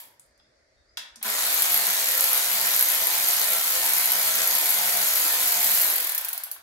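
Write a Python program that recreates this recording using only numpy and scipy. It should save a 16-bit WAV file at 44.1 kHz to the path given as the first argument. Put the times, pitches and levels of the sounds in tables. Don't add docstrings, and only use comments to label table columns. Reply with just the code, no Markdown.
import sys
import numpy as np
from scipy import signal
from scipy.io import wavfile
from scipy.ndimage import uniform_filter1d

SR = 44100
rng = np.random.default_rng(int(sys.argv[2]) if len(sys.argv) > 2 else 0)


def persist_wave(psi):
    counts = np.round(np.clip(psi, -1, 1) * 32767).astype(np.int16)
    wavfile.write(sys.argv[1], SR, np.atleast_2d(counts).T)


def volts_from_decibels(level):
    exponent = np.asarray(level, float) / 20
    return 10 ** exponent


N = 291942
T = np.arange(N) / SR

# (frequency [Hz], likeness [0-1])
FACING = [(200, 0.69), (1000, 0.98), (3000, 0.35), (12000, 0.44)]

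TRIGGER_S, FIRST_TURN_S, RUN_PER_S, SPIN_UP_LAG_S, SPIN_UP_S = 1.2272, 1.262, 64.88, .0218, .098
RELEASE_S, DRAG_S, FRICTION_PER_S = 5.7927, 1.378, 68.8
LAST_DRIVEN, WHEEL_TURNS = 302, 38.5
POWERED_S = np.clip(T, TRIGGER_S, RELEASE_S) - FIRST_TURN_S
COASTING_S = np.maximum(T - RELEASE_S, 0)
SPUN_UP = RUN_PER_S * (POWERED_S - SPIN_UP_LAG_S * (1 - np.exp(-POWERED_S / SPIN_UP_S)))
DRAGGED = (RUN_PER_S + FRICTION_PER_S) * DRAG_S * (1 - np.exp(-COASTING_S / DRAG_S))
TURNS = 1 + SPUN_UP + DRAGGED - FRICTION_PER_S * COASTING_S
SPEED = np.maximum(np.gradient(TURNS) * SR / RUN_PER_S, 0)


def evened(x):
    return x / np.sqrt(np.mean(x ** 2) + 1e-20)


def read(points, hz):
    f, value = np.transpose(points)
    return np.interp(np.log(hz + 1), np.log(f + 1), value)


def highpass(x, order, hz):
    return signal.sosfilt(signal.butter(order, hz, "high", fs=SR, output="sos"), x)


def alike(a, b, same):
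    return np.array([a, same * a + np.sqrt(1 - same ** 2) * b])


def contact(train, seconds):
    return signal.lfilter([1], [1, -np.exp(-1 / (seconds * SR))], train)


def strike(force, modes):
    out, power = np.zeros((2, len(force))), 0
    grit = rng.standard_normal(2 * len(force))
    for hz, db, t60_s in modes:
        r = 10 ** (-3 / (t60_s * SR))
        turn = 2 * np.pi * hz / SR
        a, b = np.roll(grit, rng.integers(len(grit))).reshape(2, -1)
        rough = force * alike(a, b, np.clip(read(FACING, hz), 0, 1))
        ring = signal.lfilter([1], [1, -2 * r * np.cos(turn), r * r], rough)
        out += volts_from_decibels(db) * np.sin(turn) * ring
        power += volts_from_decibels(db) ** 2 / (2 - 2 * r * r)
    return out / np.sqrt(power)


def clicks(per_s, uneven_db):
    size = volts_from_decibels(uneven_db * np.minimum(rng.exponential(1, N), 5))
    return size * (rng.random(N) < per_s / SR)


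def diffuse(frames, size, likeness=None):
    # (frequency [Hz], likeness [-1 to 1])
    room_likeness = [(60, 0.97), (240, 1), (950, 0.095), (3770, 0), (15000, -0.0)]
    hz = np.fft.rfftfreq(size, 1 / SR)
    a, b, c, d = rng.standard_normal((frames, len(hz), 4)).T
    same = np.clip(read(likeness or room_likeness, hz), -1, 1)[:, None]
    return hz[:, None], alike(a + 1j * b, c + 1j * d, same)


def drift(shape, bins, frames):
    return evened(uniform_filter1d(uniform_filter1d(rng.standard_normal(shape), bins, 0), frames, 1))


def per_turn(at, jitter_s, uneven_db, bounce_s):
    when_s = np.interp(np.arange(1, LAST_DRIVEN + 1) + at, TURNS, T)
    late, force, gap, again = rng.standard_normal((len(when_s), 4)).T
    when_s = when_s + jitter_s * late
    bounced_s = when_s + bounce_s * (1 + .4 * abs(gap))
    size = volts_from_decibels(uneven_db * force)
    train = np.zeros(N)
    np.add.at(train, (when_s * SR).astype(int), size)
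    np.add.at(train, (bounced_s * SR).astype(int), size * volts_from_decibels(-7 + 4 * again))
    return train


def step(s, rise_s):
    return .5 + .5 * np.tanh((T - s) / rise_s)


def load(db, swing, last=LAST_DRIVEN):
    swing_db = sum(depth_db * np.cos(2 * np.pi * (k * TURNS / WHEEL_TURNS - lag)) for k, depth_db, lag in swing)
    take_up_db = -2.5 * np.exp(-abs(T - TRIGGER_S) / 0.18)
    return volts_from_decibels(db + swing_db + take_up_db) * (T > TRIGGER_S + .02) * (TURNS < last + 1)


def earlier(db):
    return volts_from_decibels(db - 255 * T)


def hall():
    # (frequency [Hz], density [dB per Hz])
    hall_colour = [(59, -41), (100, -13), (129, -10.5), (153, -24), (219, -16), (461, -13), (595, -5.5),
                   (662, -10), (836, -20.5), (2040, -13.5), (2900, -31), (3700, -24.5), (4770, -17.5),
                   (10200, -37), (16000, -59)]
    # (frequency [Hz], density [dB per Hz])
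    draught_colour = [(8.8, -38), (15, -17), (65, 9), (79, 10), (97, -22), (110, -18), (140, -52),
                      (240, -120)]
    # (time [s], level [dB])
    gust_levels = [(0.0, -79), (0.35, -73.5), (2.57, -75), (2.66, -70), (2.9, -93), (2.96, -80),
                   (3.42, -84), (3.47, -65), (3.82, -98), (3.93, -74), (5.09, -74.5), (5.13, -99),
                   (5.18, -76), (5.39, -72), (5.44, -84), (5.99, -71), (6.21, -79), (6.6, -81)]
    hall_db, draught_db = -66.5, 1
    frames = N // 512 + 5
    hz, z = diffuse(frames, size=2048)
    patches = drift(z.shape[1:], 14, 7)
    lumps = evened(uniform_filter1d(rng.standard_normal(frames), 7))
    gusts = diffuse(frames, size=2048, likeness=[(20, 0.65), (100, 0.94)])[1]

    def sounded(spectra):
        return evened(signal.istft(spectra, nperseg=2048, noverlap=1536)[1][:, :N])

    air = sounded(z * volts_from_decibels(read(hall_colour, hz) + 1.5 * patches))
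    low = sounded(gusts * volts_from_decibels(read(draught_colour, hz) + 5 * lumps))
    gust_db = np.interp(T, *np.transpose(gust_levels)) + np.array([[1.1], [-1.1]])
    return volts_from_decibels(hall_db) * air + volts_from_decibels(draught_db + gust_db) * low


def insects():
    # (time [s], frequency [Hz], level [dB], length [s])
    chirps = [
        (0.344, 4780, -62, 0.017),
        (0.382, 5000, -58, 0.031),
        (0.43, 3650, -72, 0.045),
        (0.76, 3700, -70, 0.064),
        (.846, 4700, -66, 0.018),
        (0.882, 4960, -57, 0.026),
    ]
    out = np.zeros(N)
    for s, hz, db, length_s in chirps:
        t = np.arange(round(length_s * SR)) / SR
        throb = 1 + 0.83 * np.cos(2 * np.pi * 70 * t)
        whistle = volts_from_decibels(db) * np.sin(2 * np.pi * hz * t) * throb
        out[round(s * SR):][:len(t)] += whistle * signal.windows.tukey(len(t), .5)
    return out


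def garage(x):
    # (frequency [Hz], t60 [s])
    decay = [(200, 0.087), (1000, 0.71), (3500, 0.43), (8000, 0.31), (15000, 0.2)]
    out = 0
    for k in range(3):
        hz, z = diffuse(500, size=256)
        t = np.arange(500) * 64 / SR
        fade = volts_from_decibels(-60 * t / read(decay, hz)) * np.clip(t / 0.0065, 0, 1)
        tail = signal.istft(z * fade, nperseg=256, noverlap=192)[1]
        tail = tail / np.linalg.norm(tail[0])
        turn = np.sqrt(2 / 3) * np.cos(2 * np.pi * (1.3 * T + k / 3))
        out = out + signal.fftconvolve((x * turn)[None], tail, axes=1)[:, :N]
    return out


def socket():
    # (time [s], peak level [dB], centre [Hz], width [octaves], contact [s])
    clanks = [(.02, -47, 950, 0.34, 0.034), (.035, -52, 9500, 0.96, .004), (0.196, -34, 9400, 0.32, 0.0041),
              (.262, -54, 11000, .6, .003), (.377, -54, 8500, .45, .003), (0.398, -49.5, 850, 1.5, 0.0052),
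              (.971, -17, 3970, 1.34, 0.011), (.972, -29, 1560, .2, .008), (.991, -26, 2420, 0.72, 0.007),
              (1.021, -43, 3600, .8, 0.0025), (1.158, -32.5, 7000, 0.58, 0.0071),
              (1.213, -36, 1300, 1.3, 0.028), (1.2272, -35.5, 7450, .25, .006),
              (1.245, -21, 1320, 0.89, 0.09)]
    # (frequency [Hz], level [dB], t60 [s])
    casting = [(850, 1.5, 0.0097), (1000, -1, 0.0055), (1560, 2, 0.0073), (2280, 8, 0.002),
               (3100, -2, 0.0097), (3400, 9, 0.011), (3770, 7, 0.0072), (4340, 5, 0.0051),
               (5000, 5, 0.0086), (5750, 6.5, 0.0046), (6740, 9, 0.0026), (7470, 1, 0.004),
               (9000, 11, 0.0027), (11000, 8, 0.002), (13200, 14, 0.0022), (14500, 9, 0.002)]
    # (time [s], peak level [dB], frequency [Hz])
    jolts = [(.985, -65, 235), (1.164, -56, 229), (1.2, -59, 230), (1.245, -43, 222), (3.748, -59, 342),
             (4.341, -47, 217), (4.934, -57, 194), (5.247, -45, 310), (5.595, -67, 190), (1.41, -40, 122),
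             (1.86, -43.5, 123), (5.621, -40.5, 130), (5.719, -46, 126), (5.85, -50, 125)]
    first_knock, last_snap, knock_at = 312, 319, .42
    out = np.zeros((2, N))
    knocks = []
    for s in np.interp(np.arange(first_knock, last_snap + 1) + knock_at, TURNS, T):
        knock_db = -27.5 + 20 * 0.4 * np.log10(np.interp(s, T, SPEED))
        knocks.append((s, knock_db, 1300, 1, 0.0094))
    for s, db, centre_hz, octaves, contact_s in [*clanks, *knocks]:
        modes = [(hz, level_db - 6 * (np.log2(hz / centre_hz) / octaves) ** 2, t60_s)
                 for hz, level_db, t60_s in casting]
        blow = strike(contact(signal.unit_impulse(3000), contact_s), modes)
        part = out[:, round(s * SR):][:, :3000]
        part += (volts_from_decibels(db) * blow / abs(blow).max())[:, :part.shape[1]]
    out = highpass(out, 4, 680)
    t = np.arange(16000) / SR
    for s, db, hz in jolts:
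        thud = volts_from_decibels(db - 60 * t / 0.32) * np.sin(2 * np.pi * hz * t)
        out[:, round(s * SR):][:, :16000] += thud * np.clip(t / 0.0067, 0, 1)
    return out


def crank():
    # (multiple of crank rate, level [dB])
    orders = [(2, -10.5), (3, -4), (4, -19), (5, -6.5), (6, -6.5), (7, -5), (8, 3), (9, -13), (10, 4.5),
              (11, 8), (12, 0.5), (13, 4), (14, 2.5), (15, -1), (16, 0.5), (17, -0.5), (18, -23), (20, -2),
              (21, 3.5), (23, 1), (28, -8), (29, -2), (32, 2.5), (36, 1)]
    # (time [s], hum level [dB])
    effort = [(1.3, -44), (2.68, -43), (2.84, -47), (2.9, -41), (3.46, -44.5), (3.49, -38.5), (3.66, -43.5),
              (3.9, -40), (3.99, -49), (4.03, -43.5), (4.53, -39), (4.56, -43.5), (4.97, -39),
              (5.06, -43.5), (5.61, -39.5), (6.06, -48.5)]
    # (multiple, swing [dB], lag [cycles])
    hum_swing = [(1, 0.58, -0.17), (2, 0.91, -0.39)]
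    last_hum = 307
    angle = 2 * np.pi * TURNS
    waver = rng.standard_normal((220, len(orders), 2)) @ [.7, .7j] + 0.75
    start = rng.uniform(0, 2 * np.pi, len(orders))
    hum = np.zeros(N)
    for (k, db), w, phase in zip(orders, waver.T, start):
        wavering = np.interp(T, np.linspace(0, T[-1], len(w)), w)
        hum += volts_from_decibels(db) * (wavering * np.exp(1j * (k * angle + phase))).real
    effort_db = 0.5 + np.interp(T, *np.transpose(effort))
    level = uniform_filter1d(load(effort_db, hum_swing, last_hum), size=3000)
    return level * SPEED ** 0.82 * evened(hum)


def gears():
    # (frequency [Hz], density [dB per Hz])
    housing = [(59, -76), (100, -71), (189, -86), (295, -25), (420, -15), (595, -10), (705, -9),
               (1200, -7.5), (2000, -3.5), (2450, -3.5), (2720, -7.5), (3000, -5), (4290, -3), (5900, -7.5),
               (9820, -2), (11900, -3.5), (16000, -4.5)]
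    hz, t, z = signal.stft(clicks(4000, 1.9) * rng.standard_normal((2, N)), SR, nperseg=1024)
    z = alike(z[0], z[1], np.clip(read(FACING, hz), 0, 1)[:, None])
    hz = hz[:, None]
    patches = drift(z.shape[1:], 12, 6)
    slowed = np.interp(t, T, (1 - SPEED) * (COASTING_S > 0))
    dull_db = -4 * np.log2(1 + hz / 2500) * slowed
    thin_db = -25 * slowed / (1 + (hz / 380) ** 4)
    colour_db = read(housing, hz) + dull_db + thin_db + 1.18 * patches
    rattle = evened(signal.istft(z * volts_from_decibels(colour_db), SR, nperseg=1024)[1][:, :N])
    start_db = -5 * np.exp(-abs(T - TRIGGER_S) / 0.028)
    running = volts_from_decibels(-23 + start_db) * SPEED ** 1.38
    return rattle * (running + earlier(-41.5))


def yoke():
    # (frequency [Hz], level [dB], t60 [s])
    yoke_modes = [(4370, -10, 0.0078), (5495, -9.5, 0.009), (6453, -7.5, 0.012), (7000, -11, 0.011),
                  (7550, 2, 0.0017)]
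    # (multiple, swing [dB], lag [cycles])
    yoke_swing = [(1, 2, 0.34), (2, 0.24, 0.46)]
    knocks = evened(contact(per_turn(.3, 0.0004, 1.9, 0.0012), 0.00049))
    return strike(knocks * load(-36, yoke_swing), yoke_modes)


def pawl():
    # (frequency [Hz], level [dB], t60 [s])
    head = [(11420, -2, .007), (11700, 0, .008), (12020, -2, .007), (10600, -9, .003), (11100, -5, .004),
            (12500, -5, .004), (13100, -7, .003), (13800, -6, .0025), (14600, -7, .0025), (15500, -5, .004),
            (9300, -17, .002), (7300, -18, .003), (4400, -20, .003)]
    # (time [s], peak level [dB])
    hard_snaps = [(1.2997, -15), (1.527, -17), (1.542, -10), (1.59, -17), (1.6212, -4), (1.7289, -10),
                  (1.7425, -6), (1.7748, -6.5), (1.868, -11), (2.1765, -10), (2.2078, -5), (2.2407, -5),
                  (2.2836, -20), (2.3153, -13), (2.3305, -7), (2.3766, -10), (2.561, -23), (2.6124, -13.5),
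                  (2.6692, -16), (2.7455, -11), (2.763, -7), (2.7928, -5), (2.8093, -3), (2.825, -3),
                  (2.8866, -11), (2.9002, -11), (3.038, -14), (3.0698, -6), (3.2554, -24), (3.286, -10),
                  (3.332, -12), (3.3951, -14), (3.485, -22), (3.533, -11), (3.8725, -28), (3.9348, -6),
                  (3.965, -12), (4.057, -9), (4.1183, -8), (4.2107, -24), (4.271, -13), (4.4743, -8),
                  (4.551, -7), (4.6577, -13), (4.704, -6), (4.859, -19), (4.8728, -15), (5.0283, -24),
                  (5.091, -20), (5.3192, -23), (5.3973, -21), (5.5207, -8), (5.644, -8), (5.737, -13),
                  (5.8136, -21), (5.845, -12), (5.9006, -23), (5.9375, -14), (5.9606, -26)]
    # (time [s], peak level [dB], rebound [dB])
    coast_snaps = [(5.9575, -17, -1), (5.981, -20, -7), (6.001, -18, -3), (6.023, -25, -1),
                   (6.0444, -19.5, -5), (6.069, -22, 3), (6.0935, -19.5, -1), (6.119, -20.5, -9),
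                   (6.1482, -17.5, -7), (6.1786, -15.5, -7), (6.211, -27, -1), (6.247, -20, -5),
                   (6.2848, -22, 1), (6.3297, -21.5, -2), (6.3773, -23, -10), (6.436, -22.5, -6),
                   (6.5141, -23, -11)]
    # (multiple, swing [dB], lag [cycles])
    pawl_swing = [(1, 4, -0.4), (3, 3.3, 0.3), (4, 3.3, 0.33)]
    # (multiple, swing [dB], lag [cycles])
    chatter_beat = [(1, 2, 0.069), (3, 1.5, -0.079)]
    rebound_s, settle_db, settle_s = 0.00426, -12, 0.0051

    single, first = np.zeros((2, N))
    for s, db, rebound_db in [(TRIGGER_S, -22.5, -4), *coast_snaps]:
        at = ((s + rebound_s * np.arange(3)) * SR).astype(int)
        single[at] = volts_from_decibels(db + np.array([0, rebound_db, rebound_db - 12]))
        first[at[0]] = volts_from_decibels(db)
    single = contact(contact(single, 0.00018) / 9.4, 0.0018) + volts_from_decibels(settle_db) * contact(first, settle_s)

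    hard = np.zeros(N)
    for s, db in hard_snaps:
        hard[round(s * SR)] = volts_from_decibels(db)
    hard = volts_from_decibels(-20.5) * contact(contact(hard, 0.00048), 0.00066)

    main = per_turn(-0.039, 0.0003, 1.0, 0.00267)
    back = volts_from_decibels(-12.5) * per_turn(0.275, 0.00131, 9.0, 0.0016)
    back = back + volts_from_decibels(-47) * per_turn(0.44, 0.0012, 3.5, 0.00058)
    driven = evened(contact(contact(main + back, 0.00023), 0.00023)) * load(-32, pawl_swing)

    slack = volts_from_decibels(-37.5 + 1.14 * T + 6.5 * step(5.73, 0.13)) * step(1.25, 0.08)
    beat_db = sum(depth_db * np.cos(2 * np.pi * (k * TURNS - lag)) for k, depth_db, lag in chatter_beat)
    chatter = evened(contact(clicks(1500, 2.2), .0003))
    chatter = chatter * (slack * volts_from_decibels(beat_db) * SPEED ** 5.2 + earlier(-45))

    loaded = driven ** 2 + hard ** 2
    loose = chatter ** 2 + (volts_from_decibels(-2.0) * single) ** 2
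    rings = strike(np.sqrt(loaded + loose), head[:3])
    rings = rings + volts_from_decibels(5.0) * strike(np.sqrt(0.038 * loaded + loose), head[3:])
    rings = highpass(rings, 2, 900)
    crack = highpass(single * rng.standard_normal((2, N)), 2, 4000)
    return rings + volts_from_decibels(-6) * crack


def scene():
    tool = pawl() + yoke() + gears() + crank() + socket()
    tool = .75 * np.tanh(tool / .75)
    tool = highpass(tool, 6, 165)
    lead = 7
    near = np.array([tool[0], np.roll(tool[1], lead)]) * volts_from_decibels([[-1.6], [-2.4]])
    far = insects()
    return near + volts_from_decibels(-5) * garage(tool[0] + 0.81 * far) + 0.5 * far + hall()


def top_cut(x):
    return signal.sosfilt(signal.butter(12, 15950, fs=SR, output="sos"), x)


def record(dry):
    edge = signal.firwin(1535, 15800, window=("kaiser", 9), fs=SR)
    return top_cut(signal.oaconvolve(dry, edge[None], "same"))


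dry = scene()
out = record(dry)
persist_wave(out)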